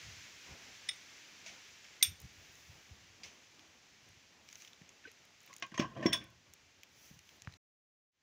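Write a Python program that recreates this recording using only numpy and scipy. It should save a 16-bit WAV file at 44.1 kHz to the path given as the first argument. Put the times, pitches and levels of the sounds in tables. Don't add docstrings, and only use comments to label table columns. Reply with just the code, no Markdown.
import sys
import numpy as np
from scipy import signal
from scipy.fft import rfft, irfft
from scipy.io import wavfile

SR = 44100
rng = np.random.default_rng(int(sys.argv[2]) if len(sys.argv) > 2 else 0)


def boost(x):
    u = np.asarray(x, float) / 20
    return 10 ** u


def wrap_up_sound(samples):
    columns = np.atleast_2d(samples).T
    tamed = np.clip(columns, -1, 1)
    steps = np.round(tamed * 32767).astype(np.int16)
    wavfile.write(sys.argv[1], SR, steps)


N = 362805

# frequency in Hz, density in dB per Hz.
HISS_SPECTRUM = [(500, -22.5), (1100, -14), (1600, -5), (2300, -2), (4300, -7.5), (6100, -5.5),
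                 (7300, -11.5), (8200, -25), (13300, -31), (15200, -24.5), (16300, -32)]
HUM_SPECTRUM = [(100, -9.5), (200, -1), (300, -2), (500, -4.5), (900, -5.5), (1300, -8.5), (2500, -36.5)]
WIND_SPECTRUM = [(25, -10), (50, -0.5), (90, 4), (150, -2), (250, -19), (500, -46.5)]
RUSTLE_SPECTRUM = [(3000, -31), (6000, 6), (8700, -15), (11000, -6.5), (13300, -13.5), (15200, 1.5),
                   (16300, -19.5)]
# time in seconds, level in dB.
FAR_HISS = [(0.0, -53), (.6, -55), (1.72, -58), (2.66, -62.5), (3.26, -62.5), (4.4, -64.5), (5.1, -64),
            (5.9, -67), (7.57, -66.5)]
# peak in seconds, level in dB.
HUM_SWELLS = [(.52, -61), (1.56, -68.5), (3.26, -68.5), (5.93, -68.5)]
# peak in seconds, level in dB, time to fall 20 dB in seconds.
GUSTS = [(.07, -51.5, 0.09), (.13, -56, 0.1135), (.515, -54, 0.0604), (.63, -65.5, 0.5),
         (2.09, -48.5, 0.0725), (2.25, -50, 0.082), (2.36, -64, 0.44), (2.69, -56, 0.1565),
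         (2.92, -64, 0.2522), (3.07, -63.5, 0.1704), (3.29, -62.5, 0.0014), (4.09, -63.5, 0.1692),
         (4.83, -75, 0.5581), (5.8, -60.5, 0.4261), (6.055, -57.5, 0.4437), (7.11, -64, 0.1),
         (7.46, -67.5, 1.5)]
# middle in seconds, length in seconds, rustle level in dB, lift of the hiss in dB.
RUBS = [(2.6, 1, -72, 2.3975), (4.59, 0.3796, -70, 2.5), (5.482, 0.2698, -78.5, 2.5), (7.05, 0.4, -65, 2.5),
        (7.305, 0.28, -73, 1)]
# frequency in Hz, gain in dB.
MICROPHONE_COLOUR = [(300, -35.5), (1000, -19), (2300, 6.5), (4300, -2.5), (6100, 6), (8300, -16),
                     (11000, -20.5), (13300, -34.5), (15200, -12.5), (16400, -30.5)]
# start in seconds, peak in dB, t60 in seconds,
# tilt in dB per octave, rise in ms.
CRACKS = [(0.888, -34, 0.04166, -6, 3.368), (0.8897, -33.5, 0.01633, -1, 0.586),
          (1.461, -46.5, 0.2652, -1.5, 0.78), (1.843, -54.5, 0.117, -4.5, 0.62),
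          (2.0251, -20.5, 0.02247, 2.5, 2), (2.0262, -13, .012, 2, .6), (2.03, -37, 0.20627, 0.5, 2.9),
          (3.233, -49, 0.2998, -0.5, 0.627), (4.597, -49.5, 0.1705, 3.5, 17.75),
          (5.036, -56.5, 0.2076, -9, 8), (5.069, -52.5, 0.0983, -17.5, 4.45),
          (5.624, -34.5, 0.0589, -8, 0.38), (5.742, -48.5, 0.13925, -4.5, 0.594),
          (5.7767, -38.5, 0.0383, -0.5, 1.3), (5.7915, -41, .03, -1, 0.6296),
          (5.7959, -36, 0.1298, -5.5, 1.56), (5.966, -56, 0.12, -8.5, 6), (6.026, -47, 0.15, -7.5, 1.5),
          (6.052, -46, 0.0474, 2.5, 2), (6.0585, -33, 0.0479, -7, 2.3),
          (6.0614, -34, 0.02205, -0.5, 0.5326), (6.1253, -37.5, 0.0433, -2, 1.5),
          (6.1297, -22.5, 0.01815, -1, 0.31), (6.131, -39.5, 0.1687, -2.5, 4.3),
          (6.209, -55, 0.2007, -12.5, 1.494)]
GEAR_HZ = [1985, 2315, 2590, 2950, 3170, 3400, 3432, 3470, 3595, 3700, 3852, 4800, 5150, 5383, 5455, 5487,
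           5620, 5830, 6250, 6480, 6885, 8360, 8672, 8738, 8785, 10080, 10495, 10900, 11700, 12378, 13248,
           13660, 14590, 15190, 15662]
# level in dB within its family for a rim touch, full knock,
# landing and seated knock, then t60 in seconds.
GEAR_MODES = [(3.5, -12, 0, 3, .12), (-2, 0, -10, -7, .14), (0.5, -22, -10, -12, .058),
              (0, -20, -2, -13.5, .1), (-11, -14, -16, -16, 0.12), (-9, -8, 5, 0, 0.22),
              (0, -4.5, -2, 4.5, .25), (-7, -2.5, -3.5, -14.5, .25), (-4, -6, -17, -15.5, .24),
              (3.5, -7, -16, -11, .22), (-15.5, -12, -16, -13.5, .15), (-9, -18, -24, -21.5, .12),
              (12.5, -4, -16, -14.5, 0.1), (2.5, -10, -7, -1, 0.21), (1.5, -3, -12, 1, 0.2),
              (-9.5, 2, 0.5, -12, .25), (-10, -12, -10, -4, .1), (-10.5, -6, -18, -16, .1),
              (-16.5, -2, -9.5, -7.5, 0.12), (-11.5, -8, -16, -7, .11), (-8, -4, -20.5, -18, 0.13),
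              (-23.5, -25, -20.5, -20.5, .088), (-14.5, -14, -12, -1, .12), (5, 4.5, -2, -9.5, .2),
              (0, -5, 0, -7.5, 0.14), (2.5, -12.5, -10, 0.5, 0.21), (-2, -0.5, -9, -9, .17),
              (-6.5, -10, -12, -6, .09), (-24, -24, -20, -12, .1), (-18, 3, -10.5, -13.5, .15),
              (-24, 2, -8, -20, 0.2), (-24, -2.5, -2, -28, 0.22), (-12, 4, -8, 2.5, .13),
              (-15, -16, -4, -4, .15), (-7, -9, 6, -4, .2)]
FAMILY_EDGES_HZ = [3000, 4300, 7500, 9500]
CONTACT_CHANGES_S = [1.5, 5.5, 6.1]
# start in seconds, then family strengths in dB near 3.5, 2, 5.5 and 8.7 kHz and on top.
CLINKS = [
    (0.8891, -31.5, -30, -36, -35.5, -45),
    (2.027, -19.5, -26, -28.5, -19.5, -23),
    (5.7968, -43, -61.5, -38, -69.5, -60.5),
    (6.0625, -41, -41.5, -27.5, -57, -57),
    (6.1265, -35, -54.5, -50, -55, -60),
    (6.1345, -27, -48, -39, -45, -50),
    (6.1305, -27, -40, -27, -28, -36),
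]
# start in seconds, frequency in Hz, level in dB, t60 in seconds, rise in ms.
PINGS = [(2.011, 2086, -42, 0.08826, 1.368), (3.234, 4878, -42.5, 0.02755, 0.396),
         (3.58, 319.7, -65.5, 0.6363, 23.78), (5.038, 1737, -48.5, 0.0574, 5.113),
         (5.051, 1537, -37.5, 0.04583, 3.06), (5.055, 2971, -57.5, 0.0984, 5.43),
         (5.8, 179.7, -42.5, 0.0554, 2.68), (5.0735, 4920, -53.5, 0.05025, 4.47),
         (5.073, 451.6, -45, 0.0515, 6.71), (6.027, 1815, -34.5, 0.066, 3),
         (6.057, 2023, -28.5, 0.0603, 2.854), (6.21, 1510, -59.5, 0.3706, 16.66),
         (5.6235, 2900, -36, .05, 2), (5.624, 2460, -39, .09, 3), (5.625, 1590, -45, .14, 4),
         (5.623, 700, -44, .06, 2), (7.4742, 1900, -48, 0.01, 0.27), (5.748, 1900, -50, .1, 6),
         (2.0262, 3850, -17, .016, .8), (2.042, 2330, -36, .05, 3), (2.046, 5480, -36, .06, 3),
         (.908, 5420, -47, .07, 5), (6.129, 3750, -32, .04, 2), (6.026, 2600, -45, .07, 2),
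         (6.026, 600, -40, .06, 3), (5.965, 3200, -52, .06, 3), (6.062, 700, -34, .08, 4),
         (6.212, 200, -48, .08, 4), (1.46, 653.1, -51.5, 0.05876, 2.615), (1.46, 951, -53.5, 0.0529, 2),
         (1.498, 697.2, -52, 0.02834, 1.848), (1.513, 724.2, -52, 0.0413, 2.79),
         (5.058, 297.5, -46, 0.03407, 1.91), (5.077, 4093, -52, 0.0301, 2.957),
         (5.072, 2095, -52, 0.02874, 2.963), (5.777, 6365, -34.5, 0.02285, 0.9),
         (5.7915, 6293, -38.5, .015, 0.989), (6.119, 2013, -39.5, 0.0438, 1.956)]
# time in seconds, peak in dB, pitch in Hz.
SKIN_TICKS = [(3.5944, -49, 3202), (4.4888, -42.5, 2349), (4.5004, -53, 2301), (4.5126, -53, 3309),
              (4.548, -52, 6271), (4.5282, -41, 6556), (4.556, -42.5, 6277), (4.6212, -44, 6587),
              (4.649, -44.5, 3113), (4.6765, -49, 3473), (4.68, -49.5, 2907), (4.7325, -48, 3521),
              (4.8194, -53.5, 1902), (4.8922, -46.5, 6534), (5.4048, -50.5, 6771), (5.4764, -49.5, 2326),
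              (5.53, -44, 2046), (5.7187, -51.5, 1958), (6.241, -56, 2000), (6.8337, -46, 2453),
              (7.2914, -48.5, 3190), (7.399, -54, 4011), (7.4738, -54, 4000), (7.1915, -53, 2600),
              (7.1912, -56, 4300), (6.8342, -50, 3300), (7.4207, -50.5, 4077), (7.448, -52.5, 2600),
              (7.5243, -52, 3921), (7.5388, -48, 4026)]
# time in seconds, peak in dB, spit in dB, glint in dB.
GRIT_TICKS = [(2.202, -51, -59, -52), (2.2166, -55.5, -55.5, -49.5), (2.5546, -50.5, -67, -76.5),
              (4.0893, -62, -67, -76), (5.116, -52.5, -60.5, -72), (5.2527, -61, -68.5, -64),
              (5.4155, -67, -72.5, -65), (5.4314, -64, -71, -60.5), (5.4626, -66, -71, -54.5),
              (5.5386, -45, -63.5, -61), (5.565, -43.5, -56, -57), (5.583, -50.5, -65, -60.5),
              (5.599, -57.5, -68.5, -56), (5.665, -53.5, -77.5, -63.5), (6.241, -62.5, -62, -58),
              (6.303, -66.5, -78.5, -65), (6.537, -47, -56.5, -53.5), (6.8338, -50, -73.5, -54.5),
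              (7.1912, -51.5, -67, -77.5), (7.4205, -45.5, -63.5, -68)]
# start in seconds, level in dB, frequency in
# Hz, length in cycles, sign of first swing.
THUDS = [(2.689, -49.5, 96.78, 2.604, 1), (2.91, -39, 71.2, 1.465, -1), (4.814, -47, 163, 1.311, 1),
         (5.795, -16.5, 223, 1.2348, 1), (6.0564, -15, 303.5, 1.924, -1), (7.111, -40.5, 155.6, 0.86, 1),
         (7.164, -53, 149.3, 1.67, 1), (7.4733, -26, 99.49, 0.693, -1), (7.4736, -28, 1600, 1.1, -1),
         (6.0635, -22, 300, 2.6, 1)]
# start in seconds, then force in dB at each of the frequencies below.
BLOWS = [(5.498, -69, -67, -54, -68), (5.623, -59, -53.5, -42, -46), (5.718, -51, -67.5, -60, -52.5),
         (5.741, -61, -57, -47, -73.5), (5.778, -53.5, -45, -41.5, -36), (5.797, -39, -35.5, -39, -36.5),
         (5.803, -38, -47, -44, -43.5), (5.82, -49.5, -51, -35.5, -44.5), (5.846, -47.5, -54.5, -45, -51),
         (5.965, -45.5, -47.5, -46.5, -58), (5.995, -44.5, -47.5, -52.5, -59.5),
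         (6.026, -50, -43.5, -41.5, -44.5), (6.0577, -36.5, -32.5, -38.5, -42.5),
         (6.106, -47.5, -44.5, -69, -53), (6.129, -50, -47.5, -40.5, -33)]
BLOW_HZ = [220, 620, 1100, 2200]
# frequency in Hz, level in dB, t60 in seconds.
PLATE_MODES = [(117.78, -4.5, 0.27), (137.66, -4.5, 0.13), (174.88, -4.5, 0.15), (222.48, -1.5, 0.099),
               (255.17, -3.5, 0.09011), (322.66, -1, 0.11), (405.58, -12, 0.12008), (444.9, -13.5, 0.13),
               (528.95, -8, .12), (590.96, -8, 0.12), (661.03, -5, 0.11265), (742.75, -10, 0.069),
               (1031.7, -2, .12), (1100, -5.5, 0.13), (1158.8, -13, 0.12), (1456.5, -18.5, 0.12),
               (1580, -9, 0.14), (1712.5, -12.5, .1), (1869.7, -4.5, 0.049968), (1883.1, -9.5, 0.069),
               (2091.4, -17, 0.036), (2439.7, -13.5, 0.085), (2869.4, -8, 0.079885), (3146.2, -12, 0.11985)]
# time in seconds, level in dB.
GRIND = [
    (5.68, -74),
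    (5.718, -80),
    (5.836, -59.5),
    (5.944, -55),
    (5.996, -49.5),
    (6.09, -44.5),
    (6.236, -59.5),
    (6.36, -77.5),
]
# delay in ms, level in dB.
ECHOES = [(21, -18.5), (27, -21), (43, -26.5)]
# time in seconds, gain in dB.
FADE_IN = [(8.12, -32.5), (8.15, -21.5), (8.23, -13)]

STOP_S, RESTART_S = 7.571, 8.12
SKIN_SPIT_DB, SKIN_GLINT_DB = -27.5, -25.5
GRIT_HZ = 6726.6
RUSTLE_BELOW_HISS_DB = -21.5
HUM_DB, HUM_FOLLOWS = -44.5, 0.44049
SWELL_S = 0.12
GUST_RISE_S, CALM_DB = .05, -77
SCRAPE_DB = 9
NEIGHBOUR_STEP, NEIGHBOUR_SHARE = .022, 0.5878


def in_time(rows):
    s, *columns = np.transpose(rows)
    return [np.interp(np.arange(N) / SR, s, c) for c in columns]


def rms_one(x):
    return x / np.sqrt(np.mean(x ** 2) + 1e-20)


def colour(x, spectrum, tilt_db=0):
    hz, db = np.transpose(spectrum)
    grid = np.maximum(np.fft.rfftfreq(4096, 1 / SR), 10)
    tilt_floor_hz = 1800 if tilt_db < 0 else 300
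    tilt = tilt_db * np.log2(np.maximum(grid, tilt_floor_hz) / 4000)
    magnitude = boost(np.interp(np.log(grid), np.log(hz), db) + tilt)
    cepstrum = irfft(np.log(magnitude))
    cepstrum[1:2048] *= 2
    cepstrum[2049:] = 0
    response = irfft(np.exp(rfft(cepstrum)))
    return signal.fftconvolve(x, response)[:len(x)]


def drift(rate_hz):
    r = np.exp(-2 * np.pi * rate_hz / SR)
    wander = signal.lfilter([1], [1, -2 * r, r * r], rng.standard_normal(N + SR))
    return rms_one(wander[SR:])


def waver(t, rate_hz, count):
    knots = rng.standard_normal((count, 400))
    return np.array([np.interp(t * rate_hz, np.arange(400), k) for k in knots])


def dying(t, t60, rise_ms):
    build_up = 1 - np.exp(-t * 1000 / max(rise_ms, .05))
    return build_up * boost(-60 * t / t60)


def add(track, s, sound):
    i = round(s * SR)
    track[i:i + len(sound)] += sound[:N - i]


def swells(rows, rise_s, floor_db):
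    t = np.arange(N) / SR
    power = boost(floor_db) ** 2
    for s, db, fall_s in rows:
        away = np.maximum((s - t) / rise_s, (t - s) / fall_s)
        power = power + boost(db - 20 * away) ** 2
    return 10 * np.log10(power)


def rubbing(idle_db):
    t, gain, lift_db = np.arange(N) / SR, boost(idle_db), 0
    for s, length, db, hiss_db in RUBS:
        hump = np.cos(np.pi * np.clip((t - s) / length, -.5, .5)) ** 2
        gain = gain + boost(db) * hump
        lift_db = lift_db + hiss_db * hump
    return gain, lift_db


def air():
    far_db, = in_time(FAR_HISS)
    rub, lift_db = rubbing(far_db + RUSTLE_BELOW_HISS_DB)
    hum_rows = [(s, db, 2 * SWELL_S) for s, db in HUM_SWELLS]
    hum_db = swells(hum_rows, SWELL_S, HUM_DB + HUM_FOLLOWS * far_db) + 0.5 + 1.8 * drift(11.0)
    hiss_db = far_db + lift_db - 0.8887 + .5 * drift(3.394)
    wind_db = swells(GUSTS, GUST_RISE_S, CALM_DB) - 1.0 + 2.4 * drift(18)
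    rustle_db = -1.5 + 1.3 * drift(25)
    white = rng.standard_normal((4, N))
    hiss = boost(hiss_db) * rms_one(colour(white[0], HISS_SPECTRUM))
    wind = boost(wind_db) * rms_one(colour(white[1], WIND_SPECTRUM))
    rustle = rub * boost(rustle_db) * rms_one(colour(white[2], RUSTLE_SPECTRUM))
    hum = boost(hum_db) * rms_one(colour(white[3], HUM_SPECTRUM))
    return hiss + hum + wind + rustle


def cracks():
    out, t = np.zeros(N), np.arange(SR // 3) / SR
    for s, db, t60, tilt_db, rise_ms in CRACKS:
        white = rng.standard_normal(len(t))
        noise = rms_one(colour(white, MICROPHONE_COLOUR, tilt_db))
        add(out, s, boost(db) * dying(t, t60, rise_ms) * noise)
    return out


def gears():
    out, t = np.zeros(N), np.arange(SR // 3) / SR
    modes, hz = np.array(GEAR_MODES), np.array(GEAR_HZ)[:, None]
    t60 = modes[:, 4:]
    family = np.searchsorted(FAMILY_EDGES_HZ, GEAR_HZ)
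    for s, main, low, mid, high, top in CLINKS:
        contact = np.searchsorted(CONTACT_CHANGES_S, s)
        head_share = [0.1859, 0.21895, 0.23, .27][contact]
        rise_ms = [3.313, 3.5, 2.5, 5][contact]
        remnant_gain = [.13, .15, .25, .19][contact]
        family_db = np.array([low, main, mid, high, top - 4])[family]
        strength = boost(family_db + modes[:, contact])[:, None]
        head = dying(t, head_share * t60, rise_ms)
        sway = 0.42 + .5 * waver(t, 130, count=len(hz))
        remnant = sway * dying(t, 1.1 * t60, rise_ms=16)
        envelope = 1.41 * head + remnant_gain * remnant
        add(out, s - .001, np.sum(strength * envelope * np.sin(2 * np.pi * hz * t), axis=0))
    return out


def pings():
    out, t = np.zeros(N), np.arange(SR // 3) / SR
    for (s, hz, db, t60, rise_ms), grain in zip(PINGS, waver(t, 190, count=len(PINGS))):
        ring = dying(t, t60, rise_ms) * np.sin(2 * np.pi * hz * t)
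        add(out, s, boost(db) * (1 + 0.33 * grain) * ring)
    return out


def ticks():
    out, t = np.zeros(N), np.arange(SR // 40) / SR
    bright = signal.butter(2, [7500, 12500], "band", fs=SR, output="sos")
    topmost = signal.butter(2, [14500, 16600], "band", fs=SR, output="sos")
    rows = [(s, db, hz, db + SKIN_SPIT_DB, db + SKIN_GLINT_DB) for s, db, hz in SKIN_TICKS]
    rows += [(s, db, GRIT_HZ, spit_db, glint_db) for s, db, spit_db, glint_db in GRIT_TICKS]
    for s, db, hz, spit_db, glint_db in rows:
        white = rng.standard_normal((3, len(t)))
        body = np.sin(2 * np.pi * hz * t) * dying(t, 0.007877, rise_ms=0.2041)
        noise = rms_one(colour(white[0], MICROPHONE_COLOUR))
        snap = 0.43446 * noise * dying(t, 0.015583, rise_ms=0.2146)
        spit = boost(spit_db + 10.0) * signal.sosfilt(bright, white[1])
        glint = boost(glint_db + 11) * signal.sosfilt(topmost, white[2])
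        spray = (spit + glint) * dying(t, 0.012314, rise_ms=0.15194)
        add(out, s - .0005, boost(db + 3.0) * (body + snap) + spray)
    return out


def thuds():
    out, t = np.zeros(N), np.arange(SR // 10) / SR
    for s, db, hz, cycles, swing in THUDS:
        envelope = dying(t, 2.869 * cycles / hz, rise_ms=700 / hz)
        add(out, s, np.sign(swing) * boost(db + 11) * envelope * np.sin(2 * np.pi * hz * t))
    return out


def shaft_slips():
    n = np.arange(N)
    sliding = (n > GRIND[0][0] * SR) & (n < GRIND[-1][0] * SR)
    burst_db = 2.1 * np.minimum(rng.exponential(1, N), 4)
    return sliding * boost(in_time(GRIND)[0] + burst_db) * (rng.random(N) < 900 / SR)


def plate():
    slips = shaft_slips()
    blows = np.array(BLOWS)
    lags = rng.random((len(blows), 4)) ** 2 * .012 * [0, 1, 1, 1]
    contact_gain = np.array([0.7919, 0.6489, 0.47, 0.12])
    at = np.round((blows[:, :1] + lags) * SR).astype(int)
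    luck = rng.standard_normal((len(blows), len(PLATE_MODES), 5, 4))
    first, out = round(5 * SR), np.zeros(N)
    rocking = 1 + 0.39 * waver(np.arange(N - first) / SR, 70, count=len(PLATE_MODES))
    for k, (hz, level_db, t60) in enumerate(PLATE_MODES):
        blow_db = [np.interp(np.log(hz), np.log(BLOW_HZ), row[1:]) for row in blows]
        blow = boost(blow_db)[:, None]
        grain = rng.standard_normal(N)
        for twin, step in enumerate(range(-2, 3)):
            force = slips * boost(-22.5) * np.roll(grain, twin) + 1e-18
            chance = np.sign(luck[:, k, twin]) + 0.315 * luck[:, k, twin]
            np.add.at(force, at, 0.5 * blow * chance * contact_gain)
            r = boost(-60 / (t60 * SR))
            w = 2 * np.pi * hz * (1 + NEIGHBOUR_STEP * step) / SR
            gain = NEIGHBOUR_SHARE ** abs(step) * boost(level_db + 2.5) * np.sin(w)
            ring = signal.lfilter([0, gain], [1, -2 * r * np.cos(w), r * r], force[first:])
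            out[first:] += rocking[k] * ring
    band = signal.butter(1, [150, 2500], "band", fs=SR, output="sos")
    scrape = signal.sosfilt(band, slips * rng.standard_normal(N))
    return out + boost(SCRAPE_DB) * scrape


def surroundings(x):
    dull, out = signal.lfilter([.6], [1, -.4], x), x.copy()
    for ms, db in ECHOES:
        add(out, ms / 1000, boost(db) * dull)
    return out


def scene():
    middle_band = signal.butter(2, [85, 4500], "band", fs=SR, output="sos")
    heavy = signal.sosfilt(middle_band, plate() + thuds())
    echoed = surroundings(cracks() + gears() + heavy)
    return (air() + echoed + pings() + ticks())[None]


def top_cut(x):
    return signal.sosfilt(signal.butter(12, 16600, fs=SR, output="sos"), x)


def record(dry):
    t = np.arange(N) / SR
    gate = (t < STOP_S) + (t > RESTART_S) * boost(in_time(FADE_IN)[0])
    cut = signal.sosfilt(signal.butter(2, 60, "high", fs=SR, output="sos"), dry)
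    cut = signal.sosfilt(signal.cheby2(10, 60, 16900, fs=SR, output="sos"), cut)
    return top_cut(gate * cut)


dry = scene()
out = record(dry)
wrap_up_sound(out)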